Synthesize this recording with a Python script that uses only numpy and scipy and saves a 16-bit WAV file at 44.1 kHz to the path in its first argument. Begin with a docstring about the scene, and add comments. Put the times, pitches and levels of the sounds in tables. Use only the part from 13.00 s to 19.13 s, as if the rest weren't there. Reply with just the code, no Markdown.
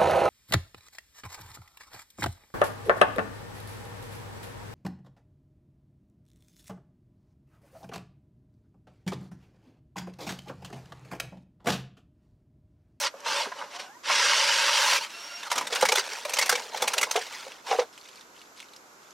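"""A hand auger (a big spiral drill) bores through thick river ice, a few metres away in still open air.
First the blades shave with a gritty hiss, whistling and squealing as they stick and slip, while boots
and the shaft knock. From about 2.4 s the blades catch and crack out chips, the spiral stirs slush, and
water gulps in the hole as the auger breaks through. It is pulled up at about 4.6 s. Afterwards drips
and boots tick faintly on the ice and a jacket rustles."""
import sys
import numpy as np
from scipy import signal
from scipy.fft import rfft, irfft, next_fast_len
from scipy.io import wavfile
from scipy.ndimage import uniform_filter1d

SR = 44100
rng = np.random.default_rng(int(sys.argv[2]) if len(sys.argv) > 2 else 0)


def unload_wav(signal):
    """Save mono or channel-first audio to the path in sys.argv[1] as 16-bit WAV at rate SR, clipped to [-1, 1]."""
    wavfile.write(
        sys.argv[1],
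        SR,
        np.round(np.clip(np.atleast_2d(signal).T, -1, 1) * 32767).astype(np.int16),
    )


N = 270323
TIME = np.arange(N) / SR


def amp(db):
    """Turns decibels into a number to multiply by."""
    return 10 ** (np.asarray(db) / 20)


def unit(x):
    """Scales a signal to an average (rms) size of one."""
    return x / np.sqrt(np.mean(x ** 2) + 1e-20)


def level_at(points, hz):
    """Reads levels between (pitch_hz, level_db) points, on a musical pitch scale."""
    pitches, levels = np.transpose(points)
    return np.interp(np.log(hz + 1), np.log(pitches + 1), levels)


def follow(rows):
    """Joins rows of (time_s, values...) into one curve for each value."""
    times, *columns = np.transpose(rows)
    return [np.interp(TIME, times, column) for column in columns]


def during(rows):
    """One from the first row's time to the last, zero outside, with soft edges."""
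    return uniform_filter1d(1. * ((TIME >= rows[0][0]) & (TIME <= rows[-1][0])), size=400)


def swell(start_s, rise_s, length_s, fade_s):
    """Loudness of one movement: it builds up, holds, and dies away when its length is over."""
    t = TIME - start_s
    return np.clip(t / rise_s, 0, 1) ** 1.36 * np.exp(-np.maximum(t - length_s, 0) / fade_s)


def together(levels):
    """Adds the levels of overlapping movements by power."""
    return np.sqrt(sum(level ** 2 for level in levels))


def add(mix, start_s, sound):
    """Mixes a sound in at a given time."""
    part = mix[max(round(start_s * SR), 0):][:len(sound)]
    part += sound[:len(part)]


def band(x, hz, kind, order=3):
    """Keeps the low, the high or a middle band of a sound."""
    return signal.sosfilt(signal.butter(order, hz, kind, fs=SR, output="sos"), x)


def colour(x, points):
    """Shapes the tone by (pitch_hz, level_db) points; clicks keep their sharp front."""
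    log_gain = np.log(amp(level_at(points, abs(np.fft.fftfreq(4096, 1 / SR)))))
    response = np.exp(np.conj(signal.hilbert(log_gain)))  # rings only after a click, never before
    taps = np.fft.ifft(response).real
    return signal.oaconvolve(x, taps[:len(taps) // 2])[:N]


def resonate(x, hz, width_hz):
    """Makes a sound ring at a steady or sliding pitch; a narrower width rings longer."""
    turn = np.exp(2j * np.pi * np.cumsum(hz * np.ones(len(x))) / SR)
    decay = np.exp(-np.pi * width_hz / SR)
    return 2 * (turn * signal.lfilter([1 - decay], [1, -decay], x / turn)).real


def wander(rate_hz):
    """A smooth random wobble, mostly slower than the given rate."""
    size = next_fast_len(N, real=True)
    hz = np.fft.rfftfreq(size, 1 / SR)
    spectrum = rfft(rng.standard_normal(size)) * np.exp(-(hz / rate_hz) ** 2)
    return unit(irfft(spectrum, size)[:N])


def grit(per_s, spread_db):
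    """Tiny cracks: random clicks, a few louder than the rest."""
    size = amp(spread_db * np.minimum(rng.exponential(1, N), 4))
    return unit(size * rng.choice([-1, 1], N) * (rng.random(N) < per_s / SR))


def patchy(x, depth_db, size=1024):
    """Every flake of ice favours its own few pitches for a moment."""
    frames = dict(nperseg=size, noverlap=size * 3 // 4)
    spectra = signal.stft(x, **frames)[2]
    patches = uniform_filter1d(rng.standard_normal(spectra.shape), size=4, axis=0)  # smooth over pitch
    patches = unit(uniform_filter1d(patches, size=5, axis=1))  # and over time
    return unit(signal.istft(spectra * amp(depth_db * patches), **frames)[1][:N])


def air(level_db=-54.5, left_db=-1.7):
    """The steady hush of the open river, wide and a little to the right."""
    # tone of the hush: pitch_hz, level_db
    hush_tone = [(15, -33), (25, -18), (108, -10), (293, 2), (754, 0), (962, 2), (1480, 0), (1790, -7.5),
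                 (2160, -7.5), (3250, -12), (6920, -7.5), (9320, -20.5), (12200, -16), (14800, -25),
                 (16000, -65)]
    # how much the two ears differ: pitch_hz, side_level_db
    width = [(100, -21), (1200, -1), (1900, 3), (3500, -3), (7000, -2.5), (13000, -7)]
    mid, side = (unit(colour(rng.standard_normal(N), hush_tone)) for _ in range(2))
    side = colour(side, width)
    return amp(level_db) * np.array([amp(left_db) * (mid + side), mid - side])


def crank_pressure():
    """Each push on the crank swells two loudness curves: hiss and low grinding."""
    # pushes: start_s, rise_s, length_s, fade_s, hiss_db, grind_db
    strokes = [(-.03, 0.076, 0.1, 0.011, -26, -31), (0.086, 0.16, 0.17, .02, -50.5, -45),
               (0.238, 0.033, .17, 0.054, -30.5, -33), (0.51, 0.092, 0.095, 0.051, -41.5, -37),
               (0.675, 0.1, 0.091, 0.011, -37, -42), (0.778, 0.022, 0.025, 0.038, -37, -43),
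               (1.025, 0.095, 0.95, 0.013, -23, -32.5), (1.972, 0.043, 0.076, 0.023, -35, -42.5),
               (2.038, 0.065, .38, 0.033, -43.5, -53.5), (2.414, 0.063, 0.057, 0.016, -37, -39)]
    return together(amp([[hiss_db], [grind_db]]) * swell(*timing)
                    for *timing, hiss_db, grind_db in strokes)


def auger_ring(x, ring_db):
    """The steel spiral and the hole ring along with the ice."""
    # notes of the auger in its hole: pitch_hz, width_hz, level_db
    notes = [(582, 23, 4.5), (830, 110, -6.5), (1601, 41, -6), (2044, 24, -14), (2900, 160, -15),
             (4350, 51, -39), (5660, 48, -0.5)]
    return x + amp(ring_db) * sum(amp(db) * resonate(x, hz, width_hz) for hz, width_hz, db in notes)


def rubbing(levels, grains, tone, hiss_db, grind_db):
    """Grains are heard as a hiss from the cutting edge and a low grinding from the ice sheet."""
    hiss_level, grind_level = levels
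    sound = colour(grains, tone)
    hiss = unit(band(sound, 1226, "high", order=4)) * hiss_level * amp(hiss_db)
    grind = unit(band(sound, 870, "low", order=4)) * grind_level * amp(grind_db)
    return hiss + grind


def shaving(levels):
    """Tiny cracks bunch up as the blades stick and slip; a harder bite sounds brighter."""
    # tone of shaved ice: pitch_hz, level_db
    shave_tone = [(47, -101), (80, -44.5), (369, -22), (563, -7.5), (718, -21), (917, 1.5), (1280, -1),
                  (1600, -1), (1780, -1.5), (2970, 0), (3540, -2.5), (5640, -3.5), (6740, -9),
                  (11200, -17.5), (16000, -29.5)]
    # how sharply the blades bite: time_s, treble_boost_db
    bite = [(0, 16.5), (.08, -18), (.27, -5), (1.1, -11.5), (1.75, -6), (1.85, -0.5), (2.05, 0.5)]
    cracks = patchy(grit(per_s=7000, spread_db=1.5), depth_db=2.5) * amp(0.93 * wander(100))
    treble = signal.filtfilt(*signal.butter(2, 9000, "high", fs=SR), cracks)
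    cracks = cracks + (amp(follow(bite)[0]) - 1) * treble
    return rubbing(levels, auger_ring(cracks, ring_db=-1), shave_tone, hiss_db=-0.4, grind_db=-1.5)


def chatter(hiss_level, trim_db=-5):
    """Uneven sticking and slipping makes a wavering whistle that slides with the crank's speed."""
    # the blade's pitch, one list for each hard stroke: time_s, pitch_hz
    slides = [
        [(0, 6700), (.025, 6050), (.048, 4950), (.085, 4350)],
        [(.26, 4000), (.31, 4350), (.375, 5500), (.405, 5400), (.435, 4100)],
        [(1.04, 4500), (1.12, 5400), (1.19, 5100), (1.27, 4650), (1.37, 4520), (1.47, 4880), (1.58, 4560),
         (1.68, 4880), (1.97, 4450)],
        [(1.985, 3400), (2.01, 4300), (2.06, 4850)],
        [(2.435, 1900), (2.455, 1500), (2.49, 1150)],
    ]
    # strength of each slide, relative to the hiss: level_db
    slide_levels = [-1.5, -0.5, -6.5, -1, 1]
    # the whistle's three tones: pitch_multiple, level_db
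    tones = [(.66, -2.5), (1, 0), (1.48, -13)]
    hz = follow(sum(slides, []))[0]
    cycles = np.cumsum(hz * (1 + .01 * wander(150))) / SR
    whistle = sum(amp(db + 3.5 * wander(90)) * np.sin(2 * np.pi * multiple * cycles)
                  for multiple, db in tones)
    gate = sum(amp(db + trim_db) * during(slide) for db, slide in zip(slide_levels, slides))
    return unit(whistle) * hiss_level * gate


def thumps(rows, trim_db, glide_per_s, rise_s, ring_s, burst_db):
    """Short notes, each wrapped in a burst of noise and fading by 60 dB in ring_s."""
    out, t = np.zeros(N), np.arange(SR // 5) / SR
    attack = np.sin(np.pi / 2 * np.minimum(t / rise_s, 1)) ** 2
    shape = attack * np.exp(-np.log(1000) * t / ring_s)
    for start_s, db, hz in rows:
        note = np.sin(2 * np.pi * np.cumsum(hz * (1 + glide_per_s * t)) / SR)
        burst = unit(band(rng.standard_normal(len(t)), [0.65 * hz, 2.0 * hz], "band"))
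        add(out, start_s, amp(db + trim_db) * shape * (note + amp(burst_db) * burst))
    return out


def knocks():
    """Boots shift and the shaft knocks in the hole."""
    # knocks: start_s, level_db, pitch_hz
    hits = [(0.138, -35, 547), (0.26, -23.5, 917), (0.403, -26.5, 912), (0.455, -30, 950),
            (0.464, -30.5, 400), (0.517, -28, 1010), (0.612, -26, 876), (1.096, -16, 1066),
            (1.922, -18, 1012), (2.514, -18.5, 955), (2.61, -24, 1000)]
    return thumps(hits, trim_db=-2, glide_per_s=0, rise_s=0.0037, ring_s=0.092, burst_db=-3)


def ticks(rise_s=0.00078, fade_s=0.0054, noise_db=-16, trim_db=-3):
    """Drops and grains land on the ice with short dry spits."""
    # drips and boot grit: start_s, level_db, pitch_hz
    drops = [(0.2029, -34.5, 5760), (4.5181, -29, 3100), (4.9766, -32, 2850), (5.0115, -36, 4160),
             (5.0539, -41, 2590), (5.0863, -35, 3230), (5.1564, -36.5, 4790), (5.2091, -35, 3680),
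             (5.4146, -35, 2920), (5.6014, -26.5, 2720), (5.6264, -34, 2130), (5.7344, -35.5, 3900),
             (5.7618, -34, 5200), (6.1065, -39, 6100)]
    out, t = np.zeros(N), np.arange(SR // 20) / SR
    for start_s, db, hz in drops:
        spit = rng.standard_normal(len(t)) * np.minimum(t / rise_s, 1) * np.exp(-t / fade_s)
        tick = band(resonate(spit, hz, width_hz=800) + amp(noise_db) * spit, [1500, 9000], "band", 2)
        add(out, start_s, amp(db + trim_db) * tick / abs(tick).max())
    return out


def squeals(trim_db=-3):
    """A skating blade sticks and slips almost regularly, giving a thin, raspy stack of tones."""
    # a blade skating without biting, one list per squeal: time_s, pitch_hz, level_db
    skids = [
        [(.7, 690, -54), (.76, 700, -49), (.83, 775, -40), (.88, 744, -46.5), (.98, 1010, -54)],
        [(2.08, 645, -60), (2.16, 679, -40.5), (2.25, 697, -45), (2.32, 697, -39.5), (2.39, 694, -43),
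         (2.43, 697, -48)],
    ]
    # tones, one list per squeal: pitch_multiple, level_db
    stacks = [
        [(1, 0), (2, -6)],
        [(1, -11), (2, -7), (4, -2), (5.4, -12), (6.45, -8), (8, 0), (9.6, -14)],
    ]
    out = np.zeros(N)
    for skid, stack in zip(skids, stacks):
        gate = during(skid)
        sounding = gate > 1e-6
        hz, db = (curve[sounding] for curve in follow(skid))
        noise = rng.standard_normal(len(hz))
        tones = sum(amp(tone_db) * unit(resonate(resonate(noise, multiple * hz, 35), multiple * hz, 70))
                    for multiple, tone_db in stack)
        out[sounding] += unit(tones) * amp(db + trim_db) * gate[sounding]
    return out


def crunches(hold_s=0.0064, fade_s=0.0077, crumbs_s=0.019, bass_rise_s=0.0046, trim_db=-13):
    """Each chip is a ringing rush of cracks, then falling crumbs; the ice sheet answers more slowly."""
    # tone of breaking ice: pitch_hz, level_db
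    chip_tone = [(47, -24), (80, -35), (361, -16.5), (493, 9), (615, -1), (917, 1.5), (1670, -4.5),
                 (2130, -1), (2380, -3), (2780, -2.5), (5640, -4), (7200, -5), (11700, -14), (16000, -27)]
    # chips breaking out: start_s, level_db, treble_db, pitch_hz
    chips = [(2.4278, -22.5, -24, 3640), (2.4998, -21.5, -19, 1270), (2.513, -14.5, -14, 1270),
             (2.525, -21.5, -17, 1900), (2.5547, -19, -13, 1260), (2.5776, -11.5, -16.5, 1210),
             (2.6074, -26.5, -12, 1520), (2.6678, -19, -14.5, 3530), (2.7232, -14, -25, 3450),
             (2.7463, -24, -7, 3670), (2.7553, -13.5, -23, 1450), (2.808, -16.5, -10, 3030),
             (2.8215, -11, -18, 1190), (2.851, -9, -17, 2150), (2.8855, -9, -17, 2200),
             (2.9183, -8, -15, 2380), (2.9532, -10, -13, 3430), (2.969, -13.5, -32, 2130),
             (2.9794, -13, -21, 1490), (2.992, -16, -18, 4530), (3.2483, -20, -15.5, 2380),
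             (3.292, -25, -6.5, 2370), (3.3338, -13.5, -12, 6200), (3.367, -14.5, -20, 3160),
             (3.3855, -8, -12.5, 2080), (3.411, -13.5, -16, 2170), (3.4227, -11.5, -22, 2630),
             (3.457, -18.5, -10, 2350), (3.4918, -6, -11, 1640), (3.5124, -17, -16, 1610),
             (3.5224, -13, -21, 1660), (3.5518, -13.5, -21, 2260), (3.771, -22, -15, 4000),
             (3.8194, -12.5, -10.5, 3500), (3.8752, -10.5, -12, 2540), (3.933, -13, -12.5, 1390),
             (3.978, -9, -16, 2710), (4.011, -14.5, -9.5, 2100), (4.0284, -9, -16.5, 2020),
             (4.1091, -13, -12.5, 6400), (4.1578, -12, -20, 3100), (4.7077, -16, -36, 2160),
             (4.791, -16.5, -38, 2180)]
    cracks = patchy(grit(per_s=5500, spread_db=1.5), depth_db=3)
    cracks = colour(auger_ring(cracks, ring_db=1.5), chip_tone)
    low = band(cracks, [120, 850], "band")
    mid = band(cracks, [1000, 6000], "band")
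    high = band(cracks, 8500, "high")
    out, t = np.zeros(N), np.arange(SR // 8) / SR
    attack = np.minimum(t / 0.0035, 1)
    crumbs = amp(-23) * np.exp(-t / crumbs_s)
    shape = attack * (np.exp(-np.maximum(t - hold_s, 0) / fade_s) + crumbs)
    bass_shape = t * np.exp(-t / bass_rise_s)
    for start_s, db, treble_db, hz in chips:
        first = round(start_s * SR)
        span = slice(first, first + len(t))
        bass, body, treble = unit(low[span] * bass_shape), unit(mid[span] * shape), unit(high[span] * shape)
        ring = unit(resonate(body, hz, width_hz=140))
        chip = body + amp(treble_db + 6) * treble + amp(-15) * bass + amp(-7) * ring
        add(out, start_s, amp(db + trim_db) * np.sqrt(np.mean(shape ** 2)) * chip)
    return out


def slush(rise_s=0.042, lift_at_s=4.6):
    """Loose wet chips tumble round the spiral; the narrow hole lets out no deep bass."""
    # tone of slush: pitch_hz, level_db
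    slush_tone = [(47, -69), (80, -44), (222, 0.5), (331, -15.5), (461, 0), (687, -4.5), (917, 4.5),
                  (1170, -2.5), (1530, -2), (1950, -3), (5640, -7), (11700, -23.5), (16000, -31)]
    # turns of the spiral: start_s, length_s, hiss_db, churn_db
    stirs = [(2.52, 0.074, -34, -36), (2.685, 0.32, -33, -40.5), (3.032, .12, -33, -43),
             (3.252, 0.35, -34.5, -41), (3.707, 0.056, -35, -38), (3.794, 0.23, -36, -36.5),
             (4.109, 0.1, -33, -45), (4.291, 0.094, -37, -61), (4.4, 0.05, -44.5, -48.5),
             (4.638, 0.17, -34.5, -35.5)]
    grains = patchy(grit(per_s=5000, spread_db=3.5), depth_db=3.5, size=512) * amp(1.4 * wander(85))
    grains = band(grains, 350, "high", order=4)
    levels = []
    for start_s, length_s, hiss_db, churn_db in stirs:
        fade_s = 0.1 if start_s < lift_at_s else 0.023  # slush stops quickly once the auger is lifted
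        levels.append(amp([[hiss_db], [churn_db]]) * swell(start_s, rise_s, length_s, fade_s))
    return rubbing(together(levels), grains, slush_tone, hiss_db=-3, grind_db=-2)


def jolts(rise_s=0.003, fade_s=0.039, trim_db=0.5):
    """A jolt spreads through the ice sheet as a short dull rumble."""
    # the shaft jolting the ice: start_s, level_db
    hits = [(2.556, -48), (2.609, -46), (2.824, -41), (3.419, -54), (3.493, -49.5), (3.818, -46.5)]
    out, t = np.zeros(N), np.arange(SR // 5) / SR
    shape = np.minimum(t / rise_s, 1) * np.exp(-t / fade_s)
    for start_s, db in hits:
        rumble = band(rng.standard_normal(len(t)), [170, 360], "band", order=2)
        add(out, start_s, amp(db + trim_db) * unit(rumble) * shape)
    return out


def gulps(upper_ratio=1.65):
    """Each gulp of water rings the two lowest notes of the hole."""
    # gulps: start_s, level_db, pitch_hz, upper_note_db (relative to the lower note)
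    surges = [(2.722, -27.5, 474, -4), (2.825, -14.5, 517, -1.5), (2.889, -24, 454, -6),
              (2.924, -24, 504, -2.5), (2.975, -27, 394, -8), (3.251, -26, 592, -14),
              (3.525, -22.5, 487, -23), (3.822, -23.5, 494, 2.5), (4.153, -21.5, 418, -0.5),
              (4.172, -24.5, 454, 1.5), (4.195, -32.5, 441, -2), (4.463, -36, 536, -15),
              (4.71, -23, 484, 4.5), (4.727, -28.5, 456, 10.5), (4.746, -28, 458, 3),
              (4.785, -12, 494, -14), (4.817, -25.5, 467, -12)]
    lower = [(start_s, db, hz) for start_s, db, hz, _ in surges]
    upper = [(start_s, db + upper_db, hz * upper_ratio) for start_s, db, hz, upper_db in surges]
    notes = thumps(lower + upper, trim_db=3, glide_per_s=0.09, rise_s=0.0041, ring_s=0.078, burst_db=-10)
    return band(notes, 366, "high", order=6)


def rustle(rise_s=0.022, fade_s=0.062, trim_db=-4):
    """Cloth and grit crackle faintly with each movement."""
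    # jacket and boots moving after the lift: start_s, length_s, level_db
    moves = [(4.914, .28, -51), (5.34, 0.066, -51), (5.552, 0.046, -45.5), (5.7, 0.057, -59),
             (5.998, 0.11, -58)]
    crackle = patchy(grit(per_s=1600, spread_db=3), depth_db=5, size=256)
    level = together(amp(db + trim_db) * swell(start_s, rise_s, length_s, fade_s)
                     for start_s, length_s, db in moves)
    return unit(band(crackle, [1700, 6000], "band", order=2)) * level


def outdoors(x, scatter_db=-19, wide_bass_db=-22, wide_treble_db=-24, echo_s=0.11):
    """The direct sound and a little scatter off the ice reach two close microphone openings."""
    # the two openings ring slightly differently: pitch_hz, width_hz, side_share
    openings = [(610, 770, 0.077), (1660, 280, 0.24), (6400, 250, 0.35), (10500, 1000, -0.32)]
    # lean to one side: pitch_hz, left_minus_right_db
    balance = [(100, -1.4), (600, -.9), (1400, -1.2), (3100, -1.1), (6800, -1.3), (14000, -.2)]
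    t, freqs = np.arange(SR // 4) / SR, np.fft.rfftfreq(N, 1 / SR)
    tails = rng.standard_normal((2, len(t))) * np.exp(-np.log(1000) * t / echo_s)
    near, wide = (signal.oaconvolve(x, tail / np.linalg.norm(tail))[:N] for tail in tails)
    wide_bass = amp(wide_bass_db) * band(wide, 1800, "low", order=2)
    wide_treble = amp(wide_treble_db) * band(wide, 1400, "high", order=2)
    # mid is the same in both ears; side is added on the left and taken away on the right
    mid = rfft(x + amp(scatter_db) * near)
    side = mid * sum(1j * share / (1 + 2j * (freqs - hz) / width_hz) for hz, width_hz, share in openings)
    side = side + rfft(wide_bass + wide_treble)
    lean = amp(level_at(balance, freqs) / 2)
    return irfft(np.array([(mid + side) * lean, (mid - side) / lean]), N)


def scene():
    """Mixes the auger, the water and the small movements in the open air."""
    levels = crank_pressure()
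    blades = shaving(levels) + chatter(hiss_level=levels[0]) + squeals() + crunches()
    bumps = knocks() + jolts()
    return outdoors(blades + slush() + gulps() + bumps + ticks() + rustle()) + air()


def record(dry):
    """Cuts off the very highest treble."""
    taps = signal.firwin(511, 16050, window=("kaiser", 9), fs=SR)
    return signal.oaconvolve(dry, taps[None], "same")


dry = scene()
out = record(dry)
unload_wav(out)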